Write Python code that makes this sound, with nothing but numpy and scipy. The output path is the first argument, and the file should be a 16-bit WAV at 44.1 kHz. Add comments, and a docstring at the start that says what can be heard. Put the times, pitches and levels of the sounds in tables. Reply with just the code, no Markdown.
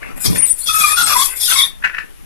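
"""A tall metal display panel is dragged out of its rack in a shop: the runners scrape (banded noise in strokes),
groan by stick-slip (jittery tones) and squeal (brief gliding sines). Low noise swells with the strokes, the frame
thuds as it comes free, and loose fittings knock, then rattle when it stops (decaying modes). Room tail, low building
noise and air lie behind. The right microphone is shaded in the treble; the two ports take the bass in opposite phase."""
import sys
import numpy as np
from scipy import signal
from scipy.fft import rfft, irfft, next_fast_len
from scipy.io import wavfile
from scipy.ndimage import uniform_filter1d, map_coordinates

SR = 44100
rng = np.random.default_rng(int(sys.argv[2]) if len(sys.argv) > 2 else 0)


def put_to_file(sound):
    """Save the sound as 16-bit audio at rate SR, in the file named by the first command-line argument."""
    columns = np.atleast_2d(sound).T  # one column per channel
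    safe = np.clip(columns, -1, 1)
    whole_steps = np.round(safe * 32767)
    wavfile.write(sys.argv[1], SR, whole_steps.astype(np.int16))


N = 99225


def scrape():
    """Friction noise ringing in the rails: three noise bands, each following the strokes."""
    # rail response in each band: (frequency [Hz], relative level [dB])
    low_mids = [(400, -15), (900, -0.5), (1500, 0), (2500, 2.5), (2900, -1.5), (3300, -65)]
    # (frequency [Hz], relative level [dB])
    mids = [(2700, -68), (3120, -16.5), (3430, -1), (3800, -10.5), (5300, -8), (6800, -11.5), (7600, -43)]
    # (frequency [Hz], relative level [dB])
    treble = [(6500, -26), (7000, -8), (8000, -3.5), (10000, 1.5), (12000, 0.5), (13500, -10.5),
              (14300, -18)]
    bands = [rush(gain_curve(points), patchy_db=4.6, grain_db=1.7) for points in (low_mids, mids, treble)]
    band_gains = strokes()[1:]
    return amp(-7.0) * (band_gains * bands).sum(axis=0)


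def groan():
    """The runner sticks and slips at an uneven rate: a jittery fundamental and its octave."""
    # stick-slip groans: (start [s], length [s], first pitch [Hz], last pitch [Hz],
    # relative level [dB], relative octave level [dB], pitch jitter [share])
    groan_table = [(0.683, 0.035, 1280, 1281, -26.5, -36.5, 0.018),
                   (0.741, 0.068, 1273, 1289, -17.5, -31, 0.0051),
                   (0.805, 0.0858, 1243, 1182, -20, -22.5, 0.013),
                   (0.893, 0.056, 1233, 1261, -22.5, -29, 0.016),
                   (0.966, 0.068, 1443, 1375, -17, -34.5, 0.0277),
                   (1.066, 0.072, 1336, 1162, -20, -27.5, .045),
                   (1.146, 0.086, 1002, 1081, -21, -34.5, 0.0444),
                   (1.478, 0.051, 1480, 1338, -28, -34, 0.068), (1.555, 0.061, 1096, 1128, -26, -26, 0.04)]
    attack_s, t60_s, shimmer_db = 0.0064, 0.012, 3.5
    out = np.zeros(N)
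    for start_s, length_s, first_hz, last_hz, db, octave_db, jitter in groan_table:
        phase = glide(start_s, length_s, first_hz, last_hz, jitter * wobble(250))
        tone = amp(db) * np.sin(phase) + amp(octave_db) * np.sin(2 * phase)
        shimmer = amp(3 + shimmer_db * wobble(90.2))
        out += shimmer * burst(start_s, length_s, attack_s, t60_s) * tone
    return out


def squeals():
    """Single rail modes sing briefly and stop short; the low ones are hoarse."""
    # squeals of the runners: (start [s], length [s], first pitch [Hz], last pitch [Hz], relative level [dB])
    squeal_table = [(.374, .035, 9200, 9210, -17), (.415, .054, 9200, 9040, -16),
                    (.49, .041, 9200, 9030, -15.5), (.47, .025, 8050, 8020, -15),
                    (.581, .03, 9170, 9130, -23), (.633, .03, 9130, 9100, -24),
                    (.93, .035, 9040, 9000, -19), (1.03, .035, 8350, 8150, -18),
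                    (1.2, .075, 11750, 11900, -23), (1.29, .04, 9720, 9650, -26),
                    (1.515, .045, 7980, 7920, -21), (1.6, .07, 10650, 10570, -23),
                    (.607, .035, 4200, 4350, -36), (1.487, .045, 3460, 3340, -20),
                    (1.582, .07, 3440, 3530, -15.5), (1.175, .07, 3350, 3280, -26),
                    (.41, .022, 2600, 2660, -31), (1.415, .055, 3440, 3400, -26),
                    (.97, .04, 3560, 3490, -26)]
    attack_s, t60_s, waver_hz, hoarse_below_hz = 0.012, 0.035, 45, 5000
    out = np.zeros(N)
    for start_s, length_s, first_hz, last_hz, db in squeal_table:
        hoarse = 4 if first_hz < hoarse_below_hz else 1  # widens and speeds up the waver
        waver = hoarse * waver_hz / first_hz * wobble(60 * hoarse)
        phase = glide(start_s, length_s, first_hz, last_hz, waver)
        level = amp(db + 2.05 * wobble(50 * hoarse))
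        out += level * burst(start_s, length_s, attack_s, t60_s) * np.sin(phase)
    return out


def strokes():
    """Stop-and-go of the slide: the gain of each band over all strokes."""
    # (start [s], length [s], then relative levels: rumble [dB], low mids [dB], mids [dB], treble [dB])
    stroke_table = [(0, 0.12, -36.5, -33.5, -54, -50), (0.153, 0.029, -32.5, -36.5, -49, -31),
                    (0.194, 0.059, -51, -38, -41, -17.5), (0.238, 0.025, -16, -25, -13, -17),
                    (0.284, 0.065, -23.5, -35, -36.5, -24), (0.343, 0.037, -23, -25, -28.5, -17),
                    (0.392, 0.06, -30, -32, -41.5, -30), (0.444, 0.078, -41.5, -44, -37.5, -20),
                    (0.558, 0.091, -59, -46.5, -44.5, -23.5), (0.655, 0.059, -49, -31.5, -17.5, -17.5),
                    (0.721, 0.076, -42, -30.5, -21.5, -14.5), (0.785, 0.14, -36, -27.5, -19, -12.5),
                    (0.956, 0.074, -37.5, -26, -15, -12.5), (1.051, 0.086, -29.5, -20, -16.5, -12.5),
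                    (1.148, 0.11, -36.5, -28.5, -19, -10.5), (1.264, 0.074, -76, -33.5, -46.5, -26),
                    (1.349, 0.046, -74, -42, -32.5, -18.5), (1.397, 0.09, -67, -33, -16, -13),
                    (1.484, 0.057, -44, -22.5, -18.5, -12.5), (1.551, 0.071, -35, -25.5, -17, -14.5),
                    (1.632, 0.034, -71, -36, -38, -24.5)]
    attack_s, t60_s = 0.023, 0.11
    return sum(amp(levels)[:, None] * burst(start_s, length_s, attack_s, t60_s)
               for start_s, length_s, *levels in stroke_table)


def low_rumble():
    """Broadband low noise swelling with the strokes, over a faint steady floor."""
    # (frequency [Hz], relative level [dB])
    rumble_colour = [(20, -18), (100, 0.5), (280, -2.5), (600, -7.5), (1000, -13), (1600, -34.5)]
    return (amp(-44) + strokes()[0]) * rush(gain_curve(rumble_colour), patchy_db=4.0, grain_db=5.0)


def frame_thuds():
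    """The frame thuds as it comes free: low sines with a fast onset and exponential decay."""
    # (time [s], pitch [Hz], relative level [dB])
    thud_table = [(.249, 195, -15), (0.257, 226, -12.5), (0.28, 119, -3.5), (0.301, 169.6, -3)]
    t60_s, onset_s = 0.1, 0.00047
    out = np.zeros(N)
    for start_s, hz, db in thud_table:
        t = np.clip(np.arange(N) / SR - start_s, 0, None)
        envelope = amp(db - 60 * t / t60_s) * (1 - np.exp(-t / onset_s))
        out -= envelope * np.sin(2 * np.pi * hz * t)
    return out


def fittings():
    """Each contact rings the loose fittings anew with a noise crack; many small ones fill the rattle."""
    # single contacts: (time [s], relative level [dB])
    knock_table = [(0.03, -21), (0.252, -30), (0.359, -17), (0.421, -29)]
    # contacts of the final rattle: (time [s], relative level [dB])
    rattle_table = [(1.8242, -22.5), (1.8381, -13), (1.8428, -5.5), (1.8477, -3.5), (1.8552, -7.5),
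                    (1.8627, -19), (1.874, -14.5), (1.8962, -17.5), (1.9396, -20), (1.9466, -14.5),
                    (1.9672, -19), (1.9831, -7.5), (1.992, -24), (2.0066, -20.5)]
    # modes of the loose fittings: (mean frequency [Hz], mean relative level [dB])
    fitting_modes = [(1150, -13.5), (1420, -14.5), (1540, 2.5), (1750, 5), (1900, 0), (2260, -2.5),
                     (2500, -1.5), (2660, -3), (2850, -13)]
    # time span of the small contacts: (first [s], last [s])
    rattle_span_s = (1.825, 2.04)
    small_count, small_db = 60, -39  # small_db is the weakest, up to 10 dB is added
    ring_t60_s, crack_t60_s, attack_s, lowpass_hz = 0.022, 0.079, 0.0012, 4000
    first_s, last_s = rattle_span_s
    small = [(first_s + (last_s - first_s) * a, small_db + 10 * b) for a, b in rng.random((small_count, 2))]
    out = np.zeros(N + SR)
    t = np.arange(SR // 5) / SR
    for start_s, db in [*knock_table, *rattle_table, *small]:
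        ring = np.zeros(len(t))
        for mode_hz, mode_db in fitting_modes:
            decay = amp(mode_db + 2 * rng.normal() - 60 * t / ring_t60_s)
            cycles = mode_hz * rng.normal(1, 0.017) * t + 0.25 * rng.random() / (2 * np.pi) * (2 * np.pi)
            ring += decay * np.sin(2 * np.pi * cycles)
        crack = amp(-15.5 - 60 * t / crack_t60_s) * rng.standard_normal(len(t))
        onset = 1 - np.exp(-t / attack_s)
        out[round(start_s * SR):][:len(t)] += amp(db - 5) * onset * (ring + crack)
    return filtered(out[:N], lambda hz: 1 / np.hypot(1, (hz / lowpass_hz) ** 2))


def shop(x):
    """Room tail of x: noise in which each frequency dies at its own speed."""
    # (frequency [Hz], t60 [s])
    shop_t60 = [(300, 0.22), (2000, 0.25), (10000, 0.16)]
    hz, t, z = signal.stft(rng.standard_normal(SR // 2), SR, nperseg=256)
    decay = amp(-60 * t / along(shop_t60, hz)[:, None])
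    tail = signal.istft(z * decay, SR, nperseg=256)[1]
    return signal.fftconvolve(x, tail / np.linalg.norm(tail))[:N]


def right_port(x):
    """Sound at the right port: inverted, higher sound scattered in phase on its way round, treble shaded."""
    # (frequency [Hz], gain [dB])
    shade = [(200, -8), (600, -3.5), (1200, -6), (3000, -6.5), (5500, -1.5), (8300, -15.5), (13600, -31.5)]
    split_hz, scatter_rad = 570, 2.85
    hz, t, z = signal.stft(x, SR, nperseg=1024)
    drift = smooth_field(z.shape, bins=12, frames=14)
    high = (hz / np.hypot(hz, split_hz))[:, None] ** 2
    scatter = np.exp(1j * scatter_rad * high * drift)
    return signal.istft(-z * scatter * amp(along(shade, hz))[:, None], SR, nperseg=1024)[1][:N]


def building():
    """Steady low noise of the building, falling steeply above 35 Hz, its level slowly wavering."""
    noise = rush(lambda hz: 1 / np.hypot(1, (hz / 35) ** 3), patchy_db=-0.5, grain_db=-0.5)
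    return amp(-34.5 + 1.04 * wobble(8.65)) * noise


def shop_air():
    """Air of the shop: steady coloured noise, drawn separately for each side."""
    # (frequency [Hz], relative level [dB])
    air_colour = [(200, -42), (500, -9), (1500, -5.5), (2900, -5.5), (4500, -13.5), (8500, -13.5),
                  (11000, -4), (14200, -19)]
    left_db, right_re_left_db = -44.5, -8.5
    air = [rush(gain_curve(air_colour), patchy_db=1.5, grain_db=1) for side in range(2)]
    return amp(left_db + np.array([[0], [right_re_left_db]])) * air


def amp(db):
    """Amplitude factor of a level in dB."""
    return 10 ** (np.asarray(db) / 20)


def unit(x):
    """x scaled to rms 1."""
    return x / np.sqrt(np.mean(x ** 2) + 1e-20)


def along(points, hz):
    """(Hz, value) points interpolated on a log axis."""
    f, v = np.transpose(points)
    return np.interp(np.log(hz + 1), np.log(f + 1), v)


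def gain_curve(points):
    """Response function through (Hz, dB) points."""
    return lambda hz: amp(along(points, hz))


def wobble(rate_hz):
    """A smooth random curve, rate_hz knots a second."""
    knots = rng.standard_normal(int(N * rate_hz / SR) + 4)
    return map_coordinates(knots, [np.arange(N) * rate_hz / SR])


def smooth_field(shape, bins, frames):
    """Random field of rms 1, smoothed over frequency bins and time frames."""
    field = uniform_filter1d(rng.standard_normal(shape), size=bins, axis=0)
    return unit(uniform_filter1d(field, size=frames, axis=1))


def filtered(x, response):
    """x times a response of frequency."""
    m = next_fast_len(N + SR // 2)
    return irfft(rfft(x, m) * response(np.fft.rfftfreq(m, 1 / SR)), m)[..., :N]


def rush(response, patchy_db, grain_db):
    """Grainy noise of rms 1 in which narrow streaks come and go."""
    grainy = rng.standard_normal(N) * amp(grain_db * wobble(400))
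    z = signal.stft(grainy, nperseg=512)[2]
    streaks = amp(patchy_db * smooth_field(z.shape, bins=2, frames=10))
    return unit(filtered(signal.istft(z * streaks, nperseg=512)[1][:N], response))


def burst(start_s, length_s, attack_s, t60_s):
    """Envelope: linear attack, hold to length_s, exponential ring-out."""
    t = np.arange(N) / SR - start_s
    return np.clip(t / attack_s, 0, 1) * amp(-60 * np.clip(t - length_s, 0, None) / t60_s)


def glide(start_s, length_s, first_hz, last_hz, waver):
    """Phase [rad] of a tone that slides between two pitches, with a relative waver."""
    hz = np.interp(np.arange(N) / SR, [start_s, start_s + length_s], [first_hz, last_hz])
    return 2 * np.pi * np.cumsum(hz * (1 + waver)) / SR


def scene():
    """Panel with its room tail on both sides, bass in opposite phase, shop air behind."""
    shop_db, bass_right_db, bass_apart_db = -6.5, -3, -8
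    panel = amp(6.0) * (scrape() + groan() + squeals() + fittings())
    left = panel + amp(shop_db) * shop(panel)
    right = panel + amp(shop_db - 2.5) * shop(panel)
    low = low_rumble() + frame_thuds() + building()
    low_right = -amp(bass_right_db) * (low + amp(bass_apart_db) * shop(low))
    return np.array([left + low, right_port(right) + low_right]) + shop_air()


def record(dry):
    """Soft clipping at full scale, nothing above the band limit."""
    top_hz = 14233
    clipped = dry / (1 + np.abs(dry) ** 12) ** (1 / 12)
    return filtered(clipped, lambda hz: hz < top_hz)


dry = scene()
out = record(dry)
put_to_file(out)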